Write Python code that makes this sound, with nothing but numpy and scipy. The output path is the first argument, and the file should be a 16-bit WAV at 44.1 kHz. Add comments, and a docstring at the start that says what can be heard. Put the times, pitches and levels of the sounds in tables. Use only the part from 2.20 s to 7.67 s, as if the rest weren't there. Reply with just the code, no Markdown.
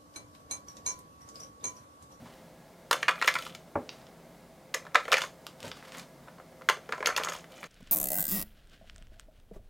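"""Battery cells dropped into a camera

Three small battery cells are picked off a table and dropped one by one into a plastic camera in a small room.
Each cell knocks the rim, falls, bounces and rattles to rest: blows on damped modes, and a contact spring sings.
Loose cells click on the table; a hand thuds (modes of the board) and brushes (clumped crackle).
Ventilation hum and hiss lie underneath as shaped noise; left and right differ only by a faint hiss."""
import sys
import numpy as np
from scipy import signal
from scipy.fft import rfft, irfft, next_fast_len
from scipy.io import wavfile
from scipy.ndimage import uniform_filter1d

SR = 44100
rng = np.random.default_rng(int(sys.argv[2]) if len(sys.argv) > 2 else 0)


def generate_wav(sig):
    """Save sig (samples, or channels by samples) to the path in sys.argv[1] as 16-bit PCM at SR."""
    pcm = np.round(np.clip(np.atleast_2d(sig).T, -1, 1) * 32767).astype(np.int16)
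    wavfile.write(sys.argv[1], SR, pcm)


N = 241385

# modes of the parts of the camera, before detuning and damping: (frequency [Hz], level [dB], t60 [s])
BODY_MODES = [(389, -8, 0.012), (452, -2.5, 0.091), (517, 3, 0.077), (606, 0, 0.083), (746, 0, 0.03)]  # hollow body
SHELL_MODES = [(970, -14, 0.043), (1026, 1, 0.042), (1218, -1, 0.016), (1358, -5, 0.007), (1348, 2, 0.029),
               (1538, -3.5, 0.025), (1699, -2, 0.031), (1830, -2, 0.016), (2101, 2.5, 0.014),
               (2395, 1, 0.0058)]
CELL_MODES = [(2800, 6.5, 0.0045), (3366, 2, 0.0081), (3610, -1.5, 0.014), (4130, -4, 0.0093),
              (4440, 0.5, 0.0058), (4630, -13, 0.042), (5090, -2, 0.0049)]
CONTACT_MODES = [(5590, 3.5, 0.0033), (6410, 3.5, 0.029), (7270, 2.5, 0.0053), (7960, -7, 0.019),
                 (9120, -9.5, 0.0016)]
SCRATCH_MODES = [(8580, 5, 0.0049), (10580, -2, 0.0086), (12600, -0.5, 0.006), (17400, -11, 0.009)]


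def amp(db):
    """Level to gain: 20 dB is a factor of ten in amplitude."""
    return 10 ** (np.asarray(db) / 20)


def evened(x):
    """Normalization: scales the root mean square to 1."""
    return x / np.sqrt(np.mean(x ** 2) + 1e-20)


def read(points, hz):
    """Interpolation of a curve on a logarithmic frequency axis."""
    f, value = np.transpose(points)
    return np.interp(np.log(hz + 1), np.log(f + 1), value)


def coloured(x, points):
    """Linear filtering: multiplies the spectrum of x by a (Hz, dB) curve, then sets rms 1."""
    size = next_fast_len(N)
    gain = amp(read(points, np.fft.rfftfreq(size, 1 / SR)))
    return evened(irfft(rfft(x, size) * gain, size)[:N])


def track(curves, column, rest):
    """Amplitude modulation: the gain along several dB curves, at the rest level between them."""
    t = np.arange(N) / SR
    level_db = np.full(N, float(rest))
    for rows in curves:
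        rows = np.array(rows)
        on = (t >= rows[0, 0]) & (t <= rows[-1, 0])
        level_db[on] = np.interp(t[on], rows[:, 0], rows[:, column])
    return uniform_filter1d(amp(level_db), size=300)


def add(mix, s, sound):
    """Superposition: adds a sound to the mix from second s."""
    part = mix[round(s * SR):][:len(sound)]
    part += sound[:len(part)]


def ring(modes, spread_db, detune, crack_db, crack_t60, size=3000):
    """Modal impulse response, peak 1: the spot struck sets each mode's share and pitch."""
    hz, db, t60 = np.transpose(modes)[:, :, None]
    share, shift = rng.standard_normal((2, len(modes), 1))
    t = np.arange(size) / SR
    # broad treble modes alternate in sign and merge
    sign = np.where(hz > 2500, (-1.) ** np.arange(len(hz))[:, None], 1)
    decay = amp(db + spread_db * share - 60 * t / np.maximum(t60, .002))
    tone = (sign * decay * np.sin(2 * np.pi * hz * (1 + detune * shift) * t)).sum(0)
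    # countless small modes between the named ones blur into a crack of noise with the same outline
    fine_hz = np.fft.rfftfreq(size, 1 / SR)
    outline_hz = [0.18 * hz.min(), *hz[:, 0], 1.47 * hz.max()]
    outline_db = np.interp(fine_hz, outline_hz, [-40, *db[:, 0], -40], -100, -100)
    noise = irfft(rfft(rng.standard_normal(size)) * amp(outline_db), size)
    crack = evened(noise) * amp(-60 * t / crack_t60)
    blow = tone / abs(tone).max() + amp(crack_db) * crack
    blow *= 1 - np.exp(-t * 1.94 * hz.min())  # the contact takes about one cycle to build
    blow *= np.cos(np.pi / 2 * t / t[-1])  # the hand damps what is left
    return blow / abs(blow).max()


def strike(levels_db, parts, spread_db, detune, crack_db, crack_t60, size=3000):
    """Modal superposition: one blow sets all parts of an object ringing, each at its own peak level."""
    return sum(amp(db) * ring(modes, spread_db, detune, part_db, t60, size)
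               for db, modes, part_db, t60 in zip(levels_db, parts, crack_db, crack_t60))


def knock(levels_db, panel_hz):
    """Selective excitation: a blow on the camera favours shell modes near the panel it lands on."""
    # shell modes one octave from the struck panel are 20.5 dB weaker
    shell = [(hz, db - 20.5 * np.log2(hz / panel_hz) ** 2, t60) for hz, db, t60 in SHELL_MODES]
    parts = (BODY_MODES, shell, CELL_MODES, CONTACT_MODES, SCRATCH_MODES)
    return strike(levels_db, parts, 3.4, 0.024,
                  crack_db=(-5.0, -10.0, -7.5, -2, -8), crack_t60=(0.03, 0.024, 0.019, 0.03, 0.031))


def knocks():
    """Impact excitation: knocks on the plastic, cell landings, spring snaps and grazes of the rim."""
    # cells knocking the camera: (time [s], shell peak [dB], body re shell [dB], cell re shell [dB],
    # pitch of the struck panel [Hz])
    knock_table = [(0.711, -12.5, -11.5, -2.5, 1240), (0.729, -13.5, -15.5, -3.5, 1590),
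                   (0.742, -23, -4, -27, 1270), (0.829, -17, -22, -5, 1680),
                   (0.882, -10.5, -23.5, -8, 1630), (0.885, -11.5, -41, -14, 1600),
                   (0.891, -12, -20, -9, 1580), (0.898, -28.5, 0, -14, 1200), (0.91, -32, -11, 2, 1950),
                   (0.957, -31.5, -16, -8.5, 1700), (1.015, -16, -22, -11, 1920),
                   (1.024, -14.5, -31, -8.5, 1700), (1.045, -25, -8, 1.5, 1380),
                   (1.078, -6.5, -23.5, -9.5, 1680), (1.084, -12, -30, -7, 1940),
                   (1.088, -16, -26, -5, 1780), (1.154, -17.5, -27, -9, 1680),
                   (1.163, -17.5, -27, -17, 1550), (1.265, -31, -19, -5, 1490), (1.349, -37, -10, 6, 1740),
                   (2.541, -25, -9.5, 1, 2020), (2.544, -32.5, -4, 5, 1530), (2.652, -40.5, -1, -8, 1080),
                   (2.667, -30.5, -13, -16.5, 1270), (2.746, -20.5, -13, -3, 1340),
                   (2.753, -7.5, -16, -19, 1530), (2.756, -9.5, -18, -6, 1640),
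                   (2.802, -28, -27, -11, 1410), (2.853, -34.5, -2.5, -3, 1700),
                   (2.88, -26, -5.5, -12, 1370), (2.923, -9.5, -21, -10.5, 1380),
                   (2.927, -21.5, -21, 8.5, 1860), (2.931, -14, -9.5, -7, 1670), (2.941, -8, -23, -9, 1860),
                   (2.97, -20, -23, -18, 1800), (2.977, -21, -32, -16, 1710), (2.984, -22, -27, -3, 1580),
                   (3.018, -22, -13, 1, 1390), (3.037, -27, -9, -6, 1450), (4.074, -44, -0.5, -13, 1010),
                   (4.083, -38, -19, -15, 1270), (4.183, -43, -5, -13, 1030), (4.199, -38.5, -4, -18, 1350),
                   (4.412, -40, -7, -15, 1020), (4.419, -39, -9, -9.5, 1350), (4.488, -9, -16, -5.5, 1430),
                   (4.498, -12, -9, -3, 1200), (4.531, -37, -18, -14, 1170), (4.57, -40.5, 3, -2, 1380),
                   (4.691, -31, -2.5, -8, 1270), (4.723, -19, -21, -9, 1600),
                   (4.732, -24.5, -10, -22, 1270), (4.78, -32, -6.5, -24, 1310),
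                   (4.805, -28.5, 0, -14, 1510), (4.827, -20, -18, -15, 1280), (4.855, -27, -10, -15, 1500),
                   (4.873, -20.5, -15, -14, 1460), (4.888, -22, -7, -21, 1310),
                   (4.901, -22, -12, -11, 1150), (4.981, -16, -23, -14, 1360), (4.998, -25, -4, -11, 1480),
                   (5.011, -25, -32, -21, 1210), (5.058, -29, -15, -20, 1250),
                   (5.072, -21.5, -12, -20, 1120), (5.087, -24, -12, -1, 1380), (5.12, -29, -18, -8, 1260),
                   (5.149, -35, -10, -11, 1190), (5.242, -40, -13, -7, 1590), (5.43, -27.5, -16, -20, 1570),
                   (5.44, -32.5, -10.5, -5, 1640)]
    # a cell's edge grazes the rim: (time [s], scratch peak [dB])
    graze_table = [(0.711, -23), (0.729, -23.5), (1.06, -32), (2.544, -33), (4.968, -42)]
    # landing: (body, shell, cell, contacts) re the landing level [dB]
    landing_db = (-17, -11, -1, -13.5)
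    # snap of the loaded spring: (body, shell, cell, contacts, scratch) re the spring tone [dB]
    snap_db = (-1.5, 11, 4, 9, 3.5)
    out = np.zeros(N)
    for s, db, body_db, cell_db, panel_hz in knock_table:
        relative_db = np.array([body_db, 0, cell_db, cell_db - 10, cell_db - 13.5])
        add(out, s, knock(db + relative_db, panel_hz))
    for s, db, scratch_db, _ in landings():
        add(out, s, knock(db + np.array([*landing_db, scratch_db]), panel_hz=1620))
    for s, _, db in pressings():
        add(out, s + .004, knock(db + np.array(snap_db), panel_hz=1460))  # snaps 4 ms after loading
    for s, db in graze_table:
        add(out, s, strike((db - 5, db), (CONTACT_MODES, SCRATCH_MODES), 1.7, 0.023,
                           crack_db=(-3, -3), crack_t60=(.02, .025)))
    return out


def landings():
    """Inelastic bouncing: flights shorten and landings weaken until the cell rests."""
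    # each cell's fall to the slot floor: (first landing [s], peak [dB], first flight [s], rebound [0-1],
    # loss per bounce [dB], scratch re landing [dB], spring re landing [dB])
    drop_table = [(1.075, -19, 0.065, .645, 4, -7, -32), (2.918, -15, 0.051, .64, 6.5, -12, -16.5),
                  (4.859, -11.5, .105, .625, 4.5, -13.5, -16.5)]
    shortest_flight_s = .015  # each flight keeps the rebound share of its excess over this
    rest_flight_s = .0195  # no hop this short or shorter is sounded
    rows = []
    for s, db, flight, rebound, loss_db, scratch_db, spring_db in drop_table:
        rows.append((s, db, scratch_db, spring_db))
        while flight > rest_flight_s:
            s, db = s + flight, db - loss_db
            rows.append((s, db, scratch_db, spring_db))
            flight = shortest_flight_s + rebound * (flight - shortest_flight_s)
    return rows


def pressings():
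    """Elastic loading: the spring is pressed by hand and by the rocking after each landing."""
    # loading by hand: (time [s], length [s], tone level [dB])
    hand_table = [(1.073, 0.015, -36), (2.541, 0.013, -33), (2.746, 0.0082, -49), (4.487, 0.011, -36)]
    rock_s, rock_length_s = .008, 0.0088  # delay after the landing, duration
    rocking = [(s + rock_s, rock_length_s, db + spring_db) for s, db, _, spring_db in landings()]
    return hand_table + rocking


def spring():
    """Frequency modulation: a thin wavering tone lasts while the spring is loaded, then is damped."""
    centre_hz, waver = 6710, 0.032  # waver is a share of the centre frequency
    out = np.zeros(N)
    for s, length, db in pressings():
        size = round(length * SR)
        noises = rng.standard_normal((2, 2000))
        pitch, level = (evened(uniform_filter1d(row, size=90))[:size] for row in noises)
        tone = np.sin(2 * np.pi * np.cumsum(centre_hz * (1 + waver * pitch)) / SR)
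        add(out, s, amp(db + 1.3 * level) * tone * signal.windows.tukey(size, .4))
    return out


def specks(per_s, spread_db):
    """Poisson-like impulse train: random tiny impacts, mostly small, a few large."""
    size = amp(spread_db * np.minimum(rng.exponential(1, N), 4))
    present = rng.random(N) < per_s / SR
    return size * present * rng.choice([-1, 1], N)


def slides():
    """Stick-slip as random impacts: a cell slides and trembles in its slot, ringing the camera parts."""
    # one curve a slide: (time [s], level [dB], brightness [dB]: cell, contacts and scratch over the rest)
    slide_table = [
        [(0.76, -49, -17), (0.83, -51.5, -1)],
        [(0.93, -59, -15), (1.008, -49.5, 0), (1.148, -58, 4.5), (1.304, -61, 4.5), (1.35, -72, 3)],
        [(2.56, -40, -14), (2.612, -63, -17), (2.75, -66, -15)],
        [(2.8, -66, -3), (2.892, -53, 1.5), (2.924, -39.5, -18), (3.042, -51, 2), (3.1, -70, -13)],
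        [(4.55, -81, 0), (4.78, -53.5, -8), (4.89, -43, -21), (4.95, -50.5, -16), (5.002, -46, -18),
         (5.14, -51.5, 4.5), (5.24, -73, -7)],
        [(5.3, -61.5, -2), (5.47, -53.5, -2.5)],
    ]
    parts = []
    for modes in (BODY_MODES, SHELL_MODES, CELL_MODES, CONTACT_MODES, SCRATCH_MODES):
        layers = [signal.oaconvolve(specks(90, 3.7), ring(modes, 9.0, 0.015, 1.7, 0.027))[:N] for _ in range(2)]
        parts.append(evened(sum(layers)))
    body, shell, cell, contacts, scratch = parts
    dull = amp(-1.5) * body + shell
    bright = cell + amp(-5.0) * contacts + amp(-8.5) * scratch
    brightness = track(slide_table, column=2, rest=-20)
    return track(slide_table, column=1, rest=-100) * (dull + brightness * bright)


def clicks():
    """Impact on small bodies: loose cells click on the table in three groups of short modes."""
    # (time [s], middle modes peak [dB], low modes re that peak [dB], high modes re that peak [dB])
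    click_table = [(1.692, -22, -19, -30), (1.704, -48, -10, -10), (1.816, -46, -8, -20),
                   (1.868, -41.5, -8, -30), (3.267, -25.5, -8.5, -8.5), (3.404, -34.5, -20, -7),
                   (3.429, -30.5, -10, -4.5), (3.455, -36, -8, -5), (3.48, -37, -4, 1),
                   (3.516, -26, -9, -15), (3.626, -49.5, 12.5, -15), (3.648, -57, 8, -8),
                   (3.721, -34, -7, -6), (3.749, -48.5, 12.5, -3), (3.772, -44.5, -15, 6),
                   (3.783, -37.5, -0.5, 3), (3.796, -32, -16, -7)]
    # low, middle and high modes: (frequency [Hz], level [dB], t60 [s])
    loose_modes = [
        [(1200, -3, .005), (1900, 0, .004)],
        [(2600, -2, .002), (3500, 0, .0025), (4400, -1, .002), (5400, -3, .002)],
        [(6400, 0, .002), (7500, -2, .002), (9500, -8, .002), (13500, -10, .002)],
    ]
    out = np.zeros(N)
    for s, db, low_db, high_db in click_table:
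        add(out, s, strike((db + low_db, db, db + high_db), loose_modes, 1.5, .05,
                           crack_db=(-12, -12, -6), crack_t60=(.012, .012, .015)))
    return out


def thuds():
    """Plate modes: the hand lands on the table and the board rings in three bands."""
    # (time [s], low push peak [dB], board peak [dB], tap peak [dB])
    thud_table = [(0.017, -41, -58, -70), (0.043, -41.5, -66, -70), (0.057, -50, -68, -44),
                  (1.555, -30, -20.5, -20.5), (3.439, -41, -38.5, -62), (3.469, -39, -62, -59)]
    # modes of the push, the board and the tap: (frequency [Hz], level [dB], t60 [s])
    board_modes = [
        [(102, 2, 0.056), (150.5, 1, 0.011), (253.6, -3.5, 0.17)],
        [(312, -7.5, 0.2), (429.5, -6.5, 0.27), (490, -7, 0.17), (554, -2, 0.066), (734, -8.5, 0.034)],
        [(820, 3.5, 0.017), (1115, -0.5, 0.04), (1330, -10, 0.075), (1640, -12, 0.027), (2200, -17, 0.022)],
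    ]
    out = np.zeros(N)
    for s, *levels_db in thud_table:
        add(out, s, strike(levels_db, board_modes, 1.0, 0.01,
                           crack_db=(-8, -4, -5), crack_t60=(.08, .12, .07), size=8000))
    return out


def brush():
    """Friction noise: clumped crackle of skin on cloth, with the rumble it leaves in the board."""
    # one curve a stroke of the fingers over cloth and table: (time [s], crackle level [dB])
    brush_table = [
        [(0.0, -73), (0.07, -55), (0.102, -62), (0.3, -70)],
        [(1.7, -69), (1.742, -58), (1.886, -69), (1.95, -90)],
        [(3.38, -66), (3.45, -46), (3.544, -61.5), (3.568, -55), (3.69, -59.5), (3.73, -54), (3.792, -47.5),
         (3.9, -88)],
    ]
    # spectrum of the crackle: (frequency [Hz], relative level [dB per Hz])
    crackle_colour = [(530, -58), (900, -3.5), (1170, -4.5), (1270, -5), (2880, -9), (4710, -13),
                      (11800, -24.5), (15800, -30)]
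    rumble_colour = [(50, -30), (120, -2.5), (300, -1), (700, -2.0), (1500, -48)]  # (Hz, dB)
    clumps = evened(uniform_filter1d(uniform_filter1d(rng.standard_normal(N), size=250), size=250))
    grains = specks(3500, 3.1) + 1.3 * rng.standard_normal(N)
    crackle = coloured(grains * amp(3.4 * clumps), crackle_colour)
    rumble = coloured(rng.standard_normal(N), rumble_colour)
    return track(brush_table, column=1, rest=-100) * (crackle + amp(-3.5) * rumble)


def room(x):
    """Reverberation: sparse reflections of random sign, each band dying at its own speed."""
    # decay of the room: (frequency [Hz], t60 [s])
    wall_decay = [(300, 0.23), (1000, 0.19), (3000, .2), (8000, 0.24), (15000, 0.14)]
    out = np.zeros(N)
    turn = 2 * np.pi * 7 * np.arange(N) / SR
    for window in (np.sin(turn), np.cos(turn)):  # two tails take turns
        taps = np.zeros(SR // 2)
        at = np.arange(120, len(taps) - 20, 20)
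        taps[at + rng.integers(0, 20, len(at))] = rng.choice([-1., 1.], len(at))
        hz, t, z = signal.stft(taps, SR, nperseg=256)
        t60 = np.maximum(read(wall_decay, hz), .03)[:, None]
        tail = signal.istft(z * amp(-60 * t / t60), SR, nperseg=256)[1]
        out += signal.oaconvolve(x * window, tail / np.linalg.norm(tail))[:N]
    return out


def air():
    """Filtered noise: broad ventilation noise with narrow wavering hums, slowly swelling."""
    # spectrum of the broad noise: (frequency [Hz], relative level [dB per Hz])
    air_colour = [(12, -55), (20, -19), (59, -13), (113, -11.5), (126, -9.5), (171, -5), (334, -9),
                  (523, -9.5), (618, -7), (772, -10.5), (1210, -17.5), (2050, -23.5), (2290, -25.5),
                  (4120, -27), (15700, -34.5)]
    # resonances, levels before the swell: (centre [Hz], width at half amplitude [Hz], rms level [dB])
    hum_table = [(58.7, 17, -74), (139.3, 6.9, -67.5), (169.2, 10.2, -63.5), (236, 18, -68.5),
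                 (521, 4.7, -64), (650, 27, -65.5), (1666, 15, -78), (2105, 320, -73.5)]
    size = next_fast_len(N)
    hz = np.fft.rfftfreq(size, 1 / SR)
    out = amp(-55.5) * coloured(rng.standard_normal(N), air_colour)
    for centre_hz, width_hz, db in hum_table:
        peak = 1 / (1 + (2 * (hz - centre_hz) / width_hz) ** 2)
        hum = irfft(rfft(rng.standard_normal(N), size) * peak, size)[:N]
        out = out + amp(db) * evened(hum)
    swell = evened(uniform_filter1d(uniform_filter1d(rng.standard_normal(N), size=9000), size=9000))
    return out * amp(0.6 * swell)


def side_hiss():
    """Decorrelation: a faint noise to be added on the left and subtracted on the right."""
    # spectrum of the hiss: (frequency [Hz], relative level [dB per Hz])
    hiss_colour = [(12, -10), (20, 12), (42, 3.5), (158, -1.5), (1950, -19), (2180, -16), (13700, -15),
                   (15800, -9.5)]
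    return amp(-69.5) * coloured(rng.standard_normal(N), hiss_colour)


def highpass(x, order, hz):
    """Radiation limit: a Butterworth filter removes the bass below hz."""
    return signal.sosfilt(signal.butter(order, hz, "high", fs=SR, output="sos"), x)


def scene():
    """Direct and reverberant field: the camera is too small to radiate bass; the table is wetter."""
    camera = highpass(knocks() + slides(), 4, 280)
    tone = spring()
    table = highpass(clicks() + thuds() + brush(), 2, 80)
    reverb = room(amp(-8) * camera + amp(-6.0) * table + amp(-19) * tone)
    mid = camera + table + reverb + tone + air()
    side = side_hiss()
    return np.array([mid + side, mid - side])


def record(dry):
    """Band limiting: a linear-phase low-pass filter at 16.3 kHz."""
    lowpass = signal.firwin(511, 16300, window=("kaiser", 9), fs=SR)
    return signal.oaconvolve(dry, lowpass[None], "same")


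dry = scene()
out = record(dry)
generate_wav(out)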